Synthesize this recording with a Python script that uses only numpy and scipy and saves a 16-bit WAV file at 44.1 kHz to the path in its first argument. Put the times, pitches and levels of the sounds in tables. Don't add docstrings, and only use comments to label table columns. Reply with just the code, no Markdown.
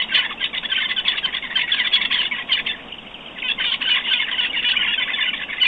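import sys
import numpy as np
from scipy import signal
from scipy.fft import rfft, irfft, next_fast_len
from scipy.io import wavfile
from scipy.ndimage import uniform_filter1d

SR = 44100
rng = np.random.default_rng(int(sys.argv[2]) if len(sys.argv) > 2 else 0)


def unload_wav(signal):
    wavfile.write(
        sys.argv[1],
        SR,
        np.round(np.clip(np.atleast_2d(signal).T, -1, 1) * 32767).astype(np.int16),
    )


N = 250047

# f/Hz, relative density/dB
BUSH_SPECTRUM = [(20, -6), (60, -17.5), (110, -16.5), (220, -3), (400, -11.5), (700, -9.5), (1000, -11),
                 (1400, -17), (2000, -16), (2850, -12.5), (3600, -18.5), (5000, -34)]
# f/Hz, mean level/dB rms
HUM_TONES = [(50, -58), (150, -64.5), (488, -62)]
# t/s, level/dB
TRILL_NOTES = [(2.765, -38), (2.82, -39), (2.833, -36), (2.955, -39), (2.995, -44), (3.085, -46),
               (3.184, -43), (3.244, -35), (3.28, -33), (3.319, -36), (2.882, -35), (2.923, -27),
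               (2.94, -33), (2.984, -30), (3.07, -34), (3.144, -27.5), (3.166, -42), (3.031, -41),
               (3.207, -33), (3.226, -45), (3.262, -35), (3.308, -36.5), (3.345, -42)]
# start t/s, length/s, mean level/dB
NOTE_RUNS = [(3.385, 0.052, -32.5), (3.59, 0.1, -26), (3.813, 0.21, -26.5), (4.068, 0.18, -21.5),
             (4.285, 0.2, -29), (4.633, 0.098, -21.5), (4.742, 0.18, -23.5), (5, 0.38, -30.5),
             (5.343, 0.19, -35), (5.611, 0.04, -16.5)]
# start t/s, length/s, level/dB, upper over lower throat/dB
RASP_SYLLABLES = [(0, 0.052, -29, -6), (0.075, 0.063, -31, -2), (0.129, 0.079, -20, 1),
                  (0.214, 0.056, -27.5, -1), (0.292, 0.038, -23.5, -7.5), (0.393, 0.083, -28, 5.5),
                  (0.535, 0.041, -28, 2), (0.624, 0.019, -26, -1), (0.685, 0.062, -24.5, 2.5),
                  (0.753, 0.1, -23.5, 3), (0.878, 0.054, -24, 1.5), (0.953, 0.059, -31.5, -10),
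                  (1.041, 0.088, -27, 1.5), (1.121, 0.076, -27, 0), (1.216, 0.099, -33, -4),
                  (1.317, 0.072, -28.5, -4), (1.413, 0.069, -32, 0.5), (1.494, 0.049, -28.5, -2),
                  (1.545, 0.09, -27, 0), (1.666, 0.07, -27, -1), (1.758, 0.059, -23, 1.5),
                  (1.832, 0.052, -23.5, -1), (1.914, 0.06, -24.5, 3), (2.001, 0.065, -24.5, 2),
                  (2.098, 0.14, -23, 1.5), (2.212, 0.071, -25, 4), (2.302, 0.13, -31, -3),
                  (2.463, 0.037, -33, 7), (2.497, 0.11, -26, 0), (2.645, 0.083, -30.5, 4),
                  (2.73, 0.088, -42, -7), (3.368, 0.028, -30.5, -10), (3.43, 0.061, -40, 7),
                  (3.47, 0.032, -24, 13), (3.526, 0.026, -43, 7.5), (3.588, 0.083, -25.5, -2),
                  (3.66, 0.064, -26, 18), (3.701, 0.053, -23.5, 4), (3.796, 0.14, -27.5, -4),
                  (3.881, 0.038, -16, 8.5), (3.947, 0.05, -20.5, -6.5), (3.99, 0.038, -30, -5.5),
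                  (4.02, 0.03, -37, -0.5), (4.034, 0.1, -25, 3.5), (4.144, 0.042, -30, 15),
                  (4.183, 0.054, -24, -2), (4.248, 0.048, -27, -6), (4.286, 0.015, -25.5, -7),
                  (4.295, 0.054, -28.5, -2), (4.382, 0.033, -33.5, 11), (4.42, 0.032, -23.5, 6.5),
                  (4.44, 0.026, -21, 2.5), (4.518, 0.1, -29, 0), (4.617, 0.037, -24, -5),
                  (4.677, 0.027, -18.5, 13), (4.734, 0.19, -26.5, -20.5), (4.876, 0.067, -39, 3),
                  (4.907, 0.062, -30, -10.5), (4.975, 0.069, -25.5, -16), (5.067, 0.059, -25.5, -4),
                  (5.151, 0.16, -27.5, -6), (5.228, 0.083, -37, 4), (5.333, 0.049, -25, 0),
                  (5.384, 0.058, -27, -1), (5.481, 0.072, -29, -7), (5.551, 0.18, -28.5, -6)]
# centre t/s, level/dB
RASP_STRESSES = [(.021, -17.5), (.039, -26), (0.151, -11.5), (0.178, -10), (0.254, -37), (.311, -28),
                 (0.325, -25), (.422, -28.5), (0.444, -16.5), (0.547, -17.5), (0.58, -16.5), (.657, -21),
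                 (.806, -17.5), (0.914, -14), (0.997, -25.5), (1.083, -13.5), (1.118, -22.5),
                 (1.183, -13.5), (1.259, -16.5), (1.35, -15.5), (1.371, -18), (1.574, -18.5),
                 (1.617, -15.5), (1.746, -13), (1.796, -17.5), (1.876, -14), (1.941, -10), (1.96, -9),
                 (2.02, -22.5), (2.055, -13.5), (2.128, -14), (2.146, -12), (2.218, -18), (2.532, -9),
                 (2.673, -17), (3.386, -30), (3.403, -32.5), (3.487, -24), (3.501, -20), (3.517, -20),
                 (3.644, -20.5), (3.722, -19.5), (3.743, -15), (3.758, -21.5), (3.823, -17.5),
                 (3.928, -24.5), (3.947, -17), (4.09, -34), (4.137, -14), (4.294, -28), (4.315, -18),
                 (4.359, -26), (4.38, -22), (4.408, -13.5), (4.471, -20.5), (4.544, -30.5), (4.566, -25),
                 (4.63, -22), (4.7, -14), (4.717, -12), (4.941, -29), (4.958, -33), (4.998, -19),
                 (5.152, -27.5), (5.227, -18), (5.655, -14.5)]
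# f/Hz, one-pass width/Hz, level/dB
LOWER_RESONANCES = [(814, 240, -6.5), (1102, 160, -5), (1767, 570, 4), (2335, 1130, 2.5)]
UPPER_RESONANCES = [(2893, 510, 1), (3448, 413, -1), (4240, 340, 4), (4600, 130, -3.8)]
# t/s, start f/Hz, fundamental level/dB, octave level/dB
CHIRP_NOTES = [(0.119, 1603, -20, -23), (0.184, 1532, -20.5, -10), (0.405, 1635, -26.5, -27),
               (.7, 1770, -28, -23), (0.718, 1606, -18, -13.5), (0.763, 1611, -49, -21.5),
               (0.78, 1568, -19, -19), (.836, 1820, -25.5, -21.5), (0.859, 1555, -40.5, -24),
               (0.963, 1622, -31, -24), (0.98, 1553, -25.5, -12), (1.23, 1656, -28.5, -23.5),
               (1.245, 1573, -26, -11), (1.558, 1600, -21.5, -9.5), (1.728, 1690, -25.5, -28),
               (1.927, 1703, -26, -26.5), (1.95, 1760, -36, -14), (2.111, 1657, -29.5, -16),
               (2.251, 1783, -39, -26), (2.519, 1590, -31, -8), (2.689, 1806, -33, -19),
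               (2.703, 1785, -28.5, -20.5), (3.495, 1706, -27.5, -19), (3.601, 1570, -23, -20),
               (3.717, 1576, -33, -18.5), (3.875, 1578, -20, -14.5), (4.112, 1585, -18.5, -13),
               (4.383, 1565, -26.5, -13.5), (4.728, 1574, -23.5, -27), (4.785, 1513, -32, -26),
               (4.798, 1493, -32, -25.5), (4.924, 1716, -28.5, -21.5), (4.979, 1582, -21, -13.5),
               (5.135, 1791, -24.5, -17.5), (5.207, 1804, -23.5, -17), (5.275, 1535, -28, -16.5),
               (5.285, 1512, -36, -18), (5.615, 1524, -24.5, -6.5)]
# t/s, length/s, start f/Hz, level near 2.1 kHz/dB, level near 3 kHz/dB
CAW_NOTES = [(.004, 0.0024, 1018, -21.5, -7.5), (0.208, 0.037, 1157, -27, -26.5),
             (0.25, 0.017, 952, -19, -28), (0.418, 0.007, 1060, -20, -16), (0.533, 0.013, 1164, -26, -21.5),
             (0.855, 0.01, 1070, -24, -19), (1.063, 0.046, 1176, -25.5, -22),
             (1.135, 0.027, 1235, -36, -31), (1.265, 0.024, 1100, -28.5, -38),
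             (1.435, 0.024, 1094, -29, -30), (1.584, 0.024, 1050, -30, -19.5),
             (1.633, 0.014, 1007, -30, -38), (1.793, 0.037, 1081, -18.5, -20),
             (1.848, 0.01, 1181, -24.5, -10.5), (1.959, 0.047, 1148, -27, -30.5),
             (2.008, 0.023, 1180, -27, -21.5), (2.127, 0.04, 1135, -22, -20), (2.19, 0.018, 1066, -27, -13),
             (2.312, 0.035, 1092, -29.5, -32), (2.385, 0.022, 1114, -29.5, -24.5),
             (2.489, 0.04, 1146, -32, -27), (2.671, 0.0084, 1078, -26, -17), (3.58, 0.021, 1083, -33, -31),
             (3.639, 0.016, 1231, -23, -18), (4.071, 0.026, 996, -26.5, -25),
             (4.198, 0.015, 1108, -19.5, -29), (4.222, 0.0085, 988, -20, -20),
             (4.315, 0.025, 1063, -25.5, -23.5), (4.57, 0.012, 974, -25.5, -25),
             (4.87, 0.011, 1023, -26, -30), (5.003, 0.027, 1069, -20.5, -25.5),
             (5.057, 0.022, 1170, -28.5, -25.5), (5.175, 0.047, 1165, -24.5, -25.5),
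             (5.333, 0.0079, 1174, -14.5, -23.5), (5.5, 0.01, 1150, -27.5, -27),
             (5.631, 0.011, 1068, -19, -29)]
CAW_ANCHORS_HZ = [1100, 2100, 3050, 4000]
# t/s, start f/Hz, end f/Hz, levels near 2.5, 3 and 3.5 kHz/dB
HONK_NOTES = [(3.435, 519, 495, -23.5, -20, -30), (3.661, 499, 454, -28, -20.5, -28),
              (3.9, 498.4, 482, -19.5, -12, -25.5), (4.138, 501, 476, -37, -23, -29.5),
              (4.4, 487.3, 487, -34.5, -21.5, -24), (4.644, 482, 493.6, -22.5, -14, -21),
              (4.876, 467.4, 479, -28.5, -21.5, -29.5)]
HONK_ANCHORS_HZ = [1000, 1900, 2450, 2950, 3450, 4200]
# t/s, length/s, start f/Hz, end f/Hz, level/dB
WHISTLE_NOTES = [(0.0, 0.012, 2050, 2030, -19.5), (0.0, 0.018, 3070, 2970, -16),
                 (0.021, 0.0086, 3320, 3430, -21), (0.025, 0.016, 3715, 3766, -24),
                 (0.099, 0.035, 2830, 2600, -26.5), (0.138, 0.025, 1983, 2110, -20.5),
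                 (0.139, 0.013, 3060, 3070, -20.5), (0.145, 0.025, 3470, 3314, -16.5),
                 (0.155, 0.015, 3050, 3040, -9), (0.157, 0.017, 2400, 2600, -14),
                 (0.17, 0.0079, 1930, 2080, -22), (0.171, 0.013, 3330, 3390, -32),
                 (0.2, 0.0092, 2590, 2410, -24), (0.204, 0.015, 2380, 2380, -25),
                 (0.24, 0.035, 3240, 3520, -26.5), (0.252, 0.021, 2810, 2704, -25),
                 (0.292, 0.022, 2160, 2220, -28), (0.294, 0.03, 3440, 3430, -31),
                 (0.339, .01, 825, 780, -35), (0.378, .012, 2690, 2620, -28),
                 (0.419, 0.019, 3120, 3000, -17), (.44, .022, 3630, 3770, -23),
                 (0.459, .008, 3480, 3300, -21), (0.422, 0.022, 2066, 1940, -21),
                 (0.541, 0.012, 3390, 3300, -25), (0.546, 0.035, 2165, 1960, -25),
                 (0.567, .008, 3470, 3700, -26), (0.574, 0.0084, 3360, 3900, -24),
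                 (0.642, 0.021, 1670, 2003, -26), (0.65, 0.012, 3480, 3316, -18.5),
                 (0.745, 0.021, 2340, 3070, -21.5), (0.747, 0.029, 2040, 2620, -21.5),
                 (0.76, 0.018, 3006, 3140, -17), (0.763, 0.016, 2880, 2750, -26),
                 (0.805, 0.021, 3190, 3010, -21.5), (0.809, 0.029, 2080, 2160, -19.5),
                 (0.86, 0.016, 2040, 2050, -29), (0.898, 0.011, 1725, 2010, -25),
                 (0.901, 0.011, 3360, 3464, -23.5), (0.912, 0.011, 2034, 2000, -16.5),
                 (0.91, 0.022, 2800, 2750, -24), (0.966, 0.0073, 3500, 3380, -18),
                 (0.992, 0.012, 3330, 3520, -19), (1.052, 0.02, 2560, 2650, -24.5),
                 (1.072, 0.019, 2370, 2220, -25), (1.075, 0.015, 3460, 3340, -29),
                 (1.081, 0.0096, 1960, 2090, -29), (1.091, 0.033, 2020, 1763, -26.5),
                 (1.097, 0.027, 3330, 3620, -21.5), (1.122, 0.026, 2290, 2250, -32),
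                 (1.125, 0.021, 1620, 2070, -26), (1.17, 0.024, 3535, 3330, -23),
                 (1.172, 0.011, 3770, 3780, -21.5), (1.325, 0.023, 2220, 2270, -32),
                 (1.327, 0.023, 3350, 3140, -27), (1.344, 0.01, 1930, 2060, -27),
                 (1.349, 0.014, 2170, 1985, -23), (1.367, 0.008, 3500, 3440, -26),
                 (1.369, 0.022, 1834, 1820, -31), (1.379, 0.011, 3400, 3700, -23),
                 (1.429, 0.012, 2170, 2110, -25.5), (1.455, 0.027, 1920, 1794, -29.5),
                 (1.491, 0.017, 2200, 2100, -34), (1.513, 0.012, 1865, 1920, -25),
                 (1.546, 0.012, 2570, 3100, -28), (1.575, 0.014, 2120, 1930, -21),
                 (1.578, 0.025, 3070, 3000, -26.5), (1.592, 0.012, 2050, 2130, -21),
                 (1.594, 0.02, 2420, 2545, -25.5), (1.609, 0.014, 3465, 3515, -17.5),
                 (1.61, 0.019, 2270, 2105, -18), (1.611, 0.0085, 3120, 3260, -34),
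                 (1.633, 0.026, 2840, 2930, -27.5), (1.634, 0.025, 1956, 1906, -21),
                 (1.676, 0.019, 2206, 2240, -23.5), (1.693, 0.018, 1910, 1933, -21),
                 (1.719, .011, 3500, 3350, -10.5), (1.707, .012, 2700, 3310, -25.5),
                 (1.731, 0.022, 3240, 2980, -16.5), (1.782, 0.031, 2356, 1980, -17.5),
                 (1.784, 0.026, 3203, 3050, -17.5), (1.816, 0.018, 2060, 1870, -21.5),
                 (1.846, 0.015, 3440, 3540, -21.5), (1.858, 0.032, 1837, 2080, -27.5),
                 (1.869, 0.0091, 3480, 3580, -15.5), (1.916, 0.011, 2510, 2550, -25),
                 (1.928, 0.039, 3374, 3340, -9), (1.96, 0.024, 2296, 2130, -21.5),
                 (1.981, 0.014, 2840, 3000, -31), (1.977, 0.028, 1950, 1965, -23.5),
                 (2.016, 0.009, 3385, 3530, -17.5), (2.025, 0.012, 3170, 2830, -26),
                 (2.031, 0.01, 2020, 1846, -26), (2.039, 0.02, 3440, 3610, -28),
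                 (2.127, 0.013, 3560, 3370, -19), (2.139, 0.024, 3340, 3380, -21),
                 (2.142, 0.012, 2220, 2170, -21), (2.158, 0.027, 3215, 3160, -21),
                 (2.159, 0.02, 1958, 1885, -24.5), (2.175, 0.044, 3230, 2820, -20),
                 (2.187, 0.029, 2140, 1960, -26.5), (2.213, 0.013, 1850, 1860, -29.5),
                 (2.225, 0.016, 2865, 2900, -24), (2.24, 0.026, 3440, 3540, -28),
                 (2.264, 0.015, 2920, 2915, -22.5), (2.314, 0.017, 2270, 2190, -18.5),
                 (2.338, 0.037, 2920, 2930, -27), (2.339, 0.025, 1940, 1930, -25),
                 (2.401, 0.025, 1955, 1925, -25.5), (2.495, 0.011, 2280, 2150, -22.5),
                 (2.505, 0.0098, 2170, 2070, -23), (2.517, 0.017, 1950, 1920, -34),
                 (2.535, 0.028, 3030, 2860, -17), (2.55, 0.013, 2370, 2360, -21),
                 (2.568, 0.012, 3650, 3390, -21.5), (2.573, 0.013, 2010, 1950, -24),
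                 (2.662, 0.016, 2290, 2020, -40), (2.664, 0.011, 3250, 3120, -20.5),
                 (2.675, 0.02, 2360, 1910, -26), (2.683, 0.033, 2560, 2740, -27),
                 (2.731, 0.028, 2200, 1610, -30), (3.357, 0.025, 2176, 1815, -36),
                 (3.381, 0.021, 2330, 1840, -37), (3.424, 0.0089, 2940, 1980, -19.5),
                 (3.473, 0.012, 3060, 2800, -24), (3.487, 0.024, 2746, 2610, -24),
                 (3.507, 0.014, 3310, 3430, -21), (3.511, 0.0091, 2640, 2770, -25),
                 (3.582, 0.013, 2140, 2090, -23), (3.612, 0.02, 2050, 2080, -24.5),
                 (3.624, 0.016, 2070, 1890, -27), (3.615, 0.02, 3110, 2940, -21),
                 (3.637, 0.036, 3560, 3640, -20), (3.64, 0.019, 2360, 2460, -26),
                 (3.651, 0.027, 3156, 2910, -17.5), (3.722, 0.012, 2740, 2650, -30),
                 (3.824, 0.01, 2910, 2970, -27), (3.839, 0.016, 3040, 2940, -19.5),
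                 (3.857, 0.014, 3020, 2760, -18), (3.944, 0.016, 3000, 2725, -11.5),
                 (3.959, 0.007, 3580, 3060, -16), (3.967, 0.0065, 3580, 3130, -16.5),
                 (3.973, 0.011, 2920, 2080, -22), (3.974, 0.015, 2840, 2720, -31.5),
                 (3.982, 0.012, 3555, 3350, -21.5), (3.983, 0.0091, 3080, 2880, -27),
                 (4.059, 0.012, 2120, 2060, -21.5), (4.066, 0.028, 3160, 2780, -22),
                 (4.081, 0.017, 3530, 3400, -26), (4.09, 0.02, 2980, 2780, -19.5),
                 (4.14, 0.011, 2600, 2390, -15), (4.19, 0.022, 2137, 2144, -20),
                 (4.203, 0.042, 3516, 3450, -23.5), (4.204, 0.0084, 2190, 2140, -20.5),
                 (4.214, 0.025, 1980, 1780, -24), (4.225, 0.017, 2976, 2770, -25),
                 (4.274, 0.017, 1820, 2010, -27), (4.318, 0.024, 3096, 3010, -17.5),
                 (4.335, 0.031, 3065, 2784, -25), (4.378, 0.015, 1980, 2370, -23),
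                 (4.398, 0.0083, 3040, 2730, -12), (4.428, 0.022, 2840, 2710, -20),
                 (4.451, .008, 3500, 3060, -16.5), (4.458, 0.007, 2830, 2530, -16),
                 (4.498, 0.017, 2980, 2820, -20), (4.534, 0.01, 2320, 2260, -19.5),
                 (4.543, 0.018, 2200, 1990, -19), (4.56, 0.011, 1910, 1940, -23.5),
                 (4.561, 0.028, 3530, 3580, -28), (4.564, 0.011, 2695, 2990, -16.5),
                 (4.573, 0.016, 2004, 1810, -25), (4.573, 0.024, 3020, 2575, -17.5),
                 (4.593, 0.017, 3020, 2680, -19.5), (4.681, 0.016, 3014, 2615, -14.5),
                 (4.705, 0.017, 2990, 2910, -11.5), (4.71, 0.015, 3273, 3430, -14.5),
                 (4.767, 0.012, 2310, 2450, -13.5), (4.768, 0.015, 2900, 2960, -14.5),
                 (4.793, 0.019, 3060, 3000, -20), (4.794, 0.017, 2126, 2020, -27),
                 (4.806, 0.019, 2997, 2857, -13.5), (4.809, 0.018, 2000, 1880, -24),
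                 (4.826, 0.013, 2960, 2785, -17.5), (4.827, 0.0098, 2220, 2120, -18.5),
                 (4.84, 0.027, 2097, 2180, -22), (4.851, 0.011, 2750, 2700, -25),
                 (4.863, 0.019, 3230, 2950, -27), (4.879, 0.021, 2743, 2796, -17.5),
                 (4.899, .028, 3300, 3420, -26.5), (4.938, .009, 3650, 3210, -18),
                 (4.954, 0.0072, 3620, 3240, -22.5), (4.924, 0.023, 2888, 2747, -16.5),
                 (4.939, 0.011, 2970, 2420, -16), (5.004, 0.014, 2943, 3050, -26),
                 (5.008, 0.02, 2200, 2130, -23), (5.022, 0.021, 3455, 3500, -18.5),
                 (5.023, 0.0097, 2130, 1860, -28), (5.025, 0.0079, 2380, 2350, -22),
                 (5.027, 0.022, 2730, 2730, -29), (5.066, 0.021, 2237, 2345, -27),
                 (5.085, 0.025, 1967, 2130, -22), (5.113, 0.025, 2125, 1960, -25.5),
                 (5.131, 0.016, 2530, 2700, -23.5), (5.148, 0.0075, 3330, 3610, -20),
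                 (5.222, 0.0089, 3000, 2670, -18), (5.276, 0.024, 2790, 2690, -21),
                 (5.151, 0.024, 3075, 2880, -26), (5.161, 0.015, 2290, 2320, -26),
                 (5.181, 0.034, 2270, 1934, -26.5), (5.196, 0.018, 3120, 2960, -24),
                 (5.234, 0.017, 2310, 2320, -28.5), (5.243, 0.041, 3040, 3050, -28),
                 (5.253, 0.015, 1940, 2110, -20.5), (5.263, 0.012, 2120, 2080, -19.5),
                 (5.332, 0.014, 2770, 2760, -24), (5.414, 0.02, 1920, 2130, -24.5),
                 (5.496, 0.041, 2287, 2050, -30), (5.582, 0.015, 2020, 2066, -23),
                 (5.629, 0.015, 2940, 3150, -15.5), (5.63, 0.022, 2115, 1924, -23),
                 (5.645, 0.015, 2954, 2650, -12.5), (5.653, 0.013, 3280, 3680, -23),
                 (5.651, 0.057, 2380, 2515, -10.5)]
# t/s, level/dB
TREBLE_LEVEL = [(0, 2), (.5, -5), (.68, 4), (.78, -12.5), (.9, 2.5), (1.5, 3), (1.85, -0.5), (1.95, 2.5),
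                (2.3, -1), (2.4, -5), (2.55, 3), (3.4, -8), (3.8, 5), (3.93, -5.5), (4.0, -17), (4.12, -3),
                (4.25, -5), (4.4, -4.5), (4.74, -0.5), (4.79, -27.5), (5.55, -27.5), (5.62, 1.5)]

BUSH_DB, RUMBLE_HZ, RUMBLE_SWAY_DB = -39.5, 400, 1.5

TRILL_S, TRILL_FROM_HZ, TRILL_TO_HZ = .013, 3306, 2713.2
TRILL_TAIL_S, TRILL_TAIL_FALL, TRILL_TAIL_DB = 0.011, .04, -8
RUN_GAP_S, RUN_UNEVEN, RUN_DETUNE, RUN_SPREAD_DB = .017, .2, .03, 2.5
FAR_SLIDES_DB = -46.5

RASP_PULSE_HZ, RASP_JITTER, RASP_BREATH = 480, .12, .22
RASP_SLIDE_GAIN = 1.4
RASP_ATTACK_S, RASP_RELEASE_S, RASP_THROB_DB = 0.012, 0.0084, 1.5
STRESS_S, STRESS_OPEN_DB = 0.0036, 7.5

NOTE_LEAD_S, NOTE_EDGE_S = .0015, .002
NOTE_ROUNDNESS, NOTE_PEAK_EXPONENT = .75, 0.99
NOTE_WAVER, NOTE_FLUTTER_DB, NOTE_FLUTTER_HZ = .004, 1.8, 150
CHIRP_S, CHIRP_FALL, CHIRP_THIRD_DB = 0.019, 0.046, -15
CAW_FALL_PER_S, CAW_TOP_DB = 4.1, -16.5
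CAW_LOW_DB, CAW_LOW_FOLLOWS = -32, 0.088
HONK_S = .05
HONK_LOW_DB, HONK_MID_DB, HONK_TOP_DB = -38.5, -34, -24.5

ECHO_DB, FAR_ECHO_DB, ECHO_T60_S = -10, -10.5, 0.14
SIDE_DB, SIDE_VOICE_DB = -21, -31.5
OVERLOAD, SKEW = .42, 0.033
MIC_EDGE_HZ, TREBLE_TOP_HZ, CUTOFF_HZ = 3732, 4850, 11000
TREBLE_DB, TREBLE_REF_RMS = -20, 0.11
HISS_INPUT_DB, HISS_SIDE = -66, .12


def from_db(db):
    return 10 ** (np.asarray(db) / 20)


def rms_one(x):
    return x / np.sqrt(np.mean(x ** 2) + 1e-20)


def drift(rate_hz):
    r = np.exp(-2 * np.pi * rate_hz / SR)
    noise = rng.standard_normal(N + 8000)
    return rms_one(signal.lfilter([1], [1, -2 * r, r * r], noise)[8000:])


def resonate(x, modes):
    out = 0
    for k, (hz, width_hz, level_db) in enumerate(modes):
        r = np.exp(-np.pi * width_hz / SR)
        b = (1 - r * r) / 2 * np.array([1, 0, -1])
        a = [1, -2 * r * np.cos(2 * np.pi * hz / SR), r * r]
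        ringing = signal.lfilter(b, a, signal.lfilter(b, a, x))
        out = out + (-1) ** k * from_db(level_db) * ringing
    return rms_one(out)


def add_note(out, start_s, length_s, from_hz, to_hz, partials, waver, flutter):
    first, size = round((start_s - NOTE_LEAD_S) * SR), round(length_s * SR)
    part = slice(max(first, 0), min(first + size, N))
    u = (np.arange(part.start, part.stop) - first) / size
    pitch_hz = from_hz * (to_hz / from_hz) ** u * waver[part]
    phase = 2 * np.pi * np.cumsum(pitch_hz) / SR
    shape = np.sin(np.pi * u ** NOTE_PEAK_EXPONENT) ** NOTE_ROUNDNESS * flutter[part]
    for multiple, level_db in partials:
        out[part] += from_db(level_db) * shape * np.sin(multiple * phase)


def pitch_slides(per_s, low_hz, high_hz, falling):
    out, unvaried = np.zeros(N), np.ones(N)
    for at, pitch, length, slope, way, size in rng.random((round(per_s * N / SR), 6)):
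        hz = low_hz * (high_hz / low_hz) ** pitch
        bend = (.05 + .08 * slope) * np.sign(falling - way)
        add_note(out, at * N / SR, .006 + .009 * length, hz * (1 + bend), hz * (1 - bend),
                 [(1, 5 * size)], unvaried, unvaried)
    return rms_one(out)


def bush():
    size = next_fast_len(N)
    hz = np.maximum(np.arange(size // 2 + 1) * SR / size, 1)
    knots_hz, knots_db = np.transpose(BUSH_SPECTRUM)
    colour = from_db(np.interp(np.log(hz), np.log(knots_hz), knots_db))
    mid, side = irfft(rfft(rng.standard_normal((2, size))) * colour, size)[:, :N]
    rumble = signal.sosfilt(signal.butter(2, RUMBLE_HZ, fs=SR, output="sos"), mid)
    mid = mid + rumble * (from_db(RUMBLE_SWAY_DB * drift(3.9)) - 1)
    level = from_db(BUSH_DB + 1.1 * drift(6))
    t = np.arange(N) / SR
    tones = sum(from_db(db) * np.sqrt(2) * np.sin(2 * np.pi * tone_hz * t) for tone_hz, db in HUM_TONES)
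    hum = from_db(1.6 * drift(3)) * tones
    return level * rms_one(mid) + hum, (level * rms_one(side) + hum * drift(8)) * from_db(SIDE_DB)


def far_trill():
    out, waver, flutter = np.zeros(N), 1 + 0.0074 * drift(110), from_db(3.0 * drift(120))
    notes = [(s, db, 1) for s, db in TRILL_NOTES]
    for start_s, length_s, db in NOTE_RUNS:
        shift, size, tune = rng.standard_normal((40, 3)).T
        for k in range(round(length_s / RUN_GAP_S)):
            note_s = start_s + RUN_GAP_S * (k + RUN_UNEVEN * shift[k])
            notes.append((note_s, db + RUN_SPREAD_DB * size[k], 1 + RUN_DETUNE * tune[k]))
    for s, level_db, tune in notes:
        end_hz = tune * TRILL_TO_HZ
        add_note(out, s - .002, TRILL_S, tune * TRILL_FROM_HZ, end_hz, [(1, level_db)], waver, flutter)
        add_note(out, s - .004 + TRILL_S, TRILL_TAIL_S, 1.04 * end_hz, (1 - TRILL_TAIL_FALL) * end_hz,
                 [(1, level_db + TRILL_TAIL_DB)], waver, flutter)
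    return out + from_db(FAR_SLIDES_DB) * pitch_slides(110, 2200, 3400, falling=.75)


def rasp_source():
    rate_hz = RASP_PULSE_HZ * (1 + 0.11 * drift(12) + RASP_JITTER * drift(250))
    pulses = np.diff(np.floor(np.cumsum(rate_hz) / SR), prepend=0)
    pulses = pulses * from_db(1.5 * rng.standard_normal(N))
    voice = rms_one(pulses) + RASP_BREATH * rng.standard_normal(N)
    voice = resonate(voice, [(2300, 5000, 0)])
    return voice + RASP_SLIDE_GAIN * pitch_slides(260, 950, 3750, falling=.7)


def syllable_shape(u_s, length_s):
    release = (length_s - u_s) / RASP_RELEASE_S + .5
    return np.clip(np.minimum(u_s / RASP_ATTACK_S, release), 0, 1)


def stress_shape(u_s):
    return np.exp(-.5 * (u_s / STRESS_S) ** 2)


def rasps():
    source = rasp_source()
    t, lower, upper = np.arange(N) / SR, np.zeros(N), np.zeros(N)
    throb = from_db(RASP_THROB_DB * drift(74))
    events = [(s, db, open_db, lambda u, d=length_s: syllable_shape(u, d))
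              for s, length_s, db, open_db in RASP_SYLLABLES]
    events += [(s, db, STRESS_OPEN_DB, stress_shape) for s, db in RASP_STRESSES]
    for s, level_db, open_db, shape in events:
        part = slice(max(round((s - .05) * SR), 0), round((s + .35) * SR))
        power = (from_db(level_db) * shape(t[part] - s) * throb[part]) ** 2
        upper_share = 1 / (1 + from_db(-2 * open_db))
        lower[part] += power * (1 - upper_share)
        upper[part] += power * upper_share
    low_voice = np.sqrt(lower) * resonate(source, LOWER_RESONANCES)
    return low_voice + np.sqrt(upper) * resonate(source, UPPER_RESONANCES)


def add_chirps(out, voice):
    for s, hz, low_db, octave_db in CHIRP_NOTES:
        partials = [(1, low_db), (2, octave_db), (3, octave_db + CHIRP_THIRD_DB)]
        add_note(out, s - NOTE_EDGE_S, CHIRP_S + 2 * NOTE_EDGE_S, hz, hz * (1 - CHIRP_FALL), partials, *voice)


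def add_stack(out, s, length_s, hz, fall, anchors_hz, anchors_db, voice):
    multiples = np.arange(np.ceil(800 / hz), 4500 // hz + 1)
    levels_db = np.interp(multiples * hz * (1 - fall / 2), anchors_hz, anchors_db)
    add_note(out, s - NOTE_EDGE_S, length_s + 2 * NOTE_EDGE_S, hz, hz * (1 - fall),
             zip(multiples, levels_db), *voice)


def add_caws(out, voice):
    for s, length_s, hz, mid_db, high_db in CAW_NOTES:
        low_db = CAW_LOW_DB + CAW_LOW_FOLLOWS * mid_db
        levels_db = [low_db, mid_db, high_db, high_db + CAW_TOP_DB]
        add_stack(out, s, length_s, hz, CAW_FALL_PER_S * length_s, CAW_ANCHORS_HZ, levels_db, voice)


def add_honks(out, voice):
    for s, hz, end_hz, low_db, mid_db, high_db in HONK_NOTES:
        levels_db = [HONK_LOW_DB, HONK_MID_DB, low_db, mid_db, high_db, high_db + HONK_TOP_DB]
        add_stack(out, s, HONK_S, hz, 1 - end_hz / hz, HONK_ANCHORS_HZ, levels_db, voice)


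def add_whistles(out, voice):
    for s, length_s, from_hz, to_hz, level_db in WHISTLE_NOTES:
        add_note(out, s - NOTE_EDGE_S, length_s + 2 * NOTE_EDGE_S, from_hz, to_hz, [(1, level_db)], *voice)


def tonal_calls():
    out = np.zeros(N)
    waver, flutter = 1 + NOTE_WAVER * drift(150), from_db(NOTE_FLUTTER_DB * drift(NOTE_FLUTTER_HZ))
    rough, smoother = (waver, flutter), (waver ** .4, flutter ** .4)
    add_chirps(out, smoother)
    add_caws(out, rough)
    add_honks(out, smoother)
    add_whistles(out, rough)
    return out


def echoes(x, rows):
    t = np.arange(SR // 2) / SR
    tail = rng.standard_normal((rows, len(t))) * from_db(-60 * t / ECHO_T60_S) * (t > .004)
    tail /= np.sqrt(np.sum(tail ** 2, axis=1, keepdims=True))
    return signal.fftconvolve(x[None], tail, axes=1)[:, :N]


def scene():
    mid, side = bush()
    far = far_trill()
    near = rasps() + tonal_calls()
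    wet, spread = echoes(from_db(ECHO_DB) * near + from_db(FAR_ECHO_DB) * far, rows=2)
    mid = mid + near + far + wet
    side = side + from_db(SIDE_VOICE_DB) * (spread / from_db(ECHO_DB) + near * drift(40))
    return np.array([mid + side, mid - side])


def record(dry):
    rounded = OVERLOAD * np.tanh(dry / OVERLOAD)
    body = signal.sosfilt(signal.ellip(8, .5, 60, MIC_EDGE_HZ, fs=SR, output="sos"), rounded)
    edges_hz = [MIC_EDGE_HZ * 1.01, TREBLE_TOP_HZ]
    treble = signal.sosfilt(signal.butter(4, edges_hz, "band", fs=SR, output="sos"), rounded)
    loudness = np.sqrt(np.maximum(uniform_filter1d(body ** 2, size=1500), 0))
    treble = treble * (loudness / TREBLE_REF_RMS) ** 1.6
    treble = treble * from_db(np.interp(np.arange(N) / SR, *np.transpose(TREBLE_LEVEL)))
    overtone_band = signal.butter(4, [4600, 6800], "band", fs=SR, output="sos")
    overtones = signal.sosfilt(overtone_band, SKEW * body ** 2)
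    hiss_band = signal.butter(4, [4300, 10800], "band", fs=SR, output="sos")
    hiss = signal.sosfilt(hiss_band, rng.standard_normal((2, N)))
    hiss = hiss[0] + HISS_SIDE * hiss[1] * [[1], [-1]]
    heard = body + from_db(TREBLE_DB) * treble + overtones + from_db(HISS_INPUT_DB) * hiss
    return signal.sosfilt(signal.cheby2(12, 70, CUTOFF_HZ, fs=SR, output="sos"), heard)


dry = scene()
out = record(dry)
unload_wav(out)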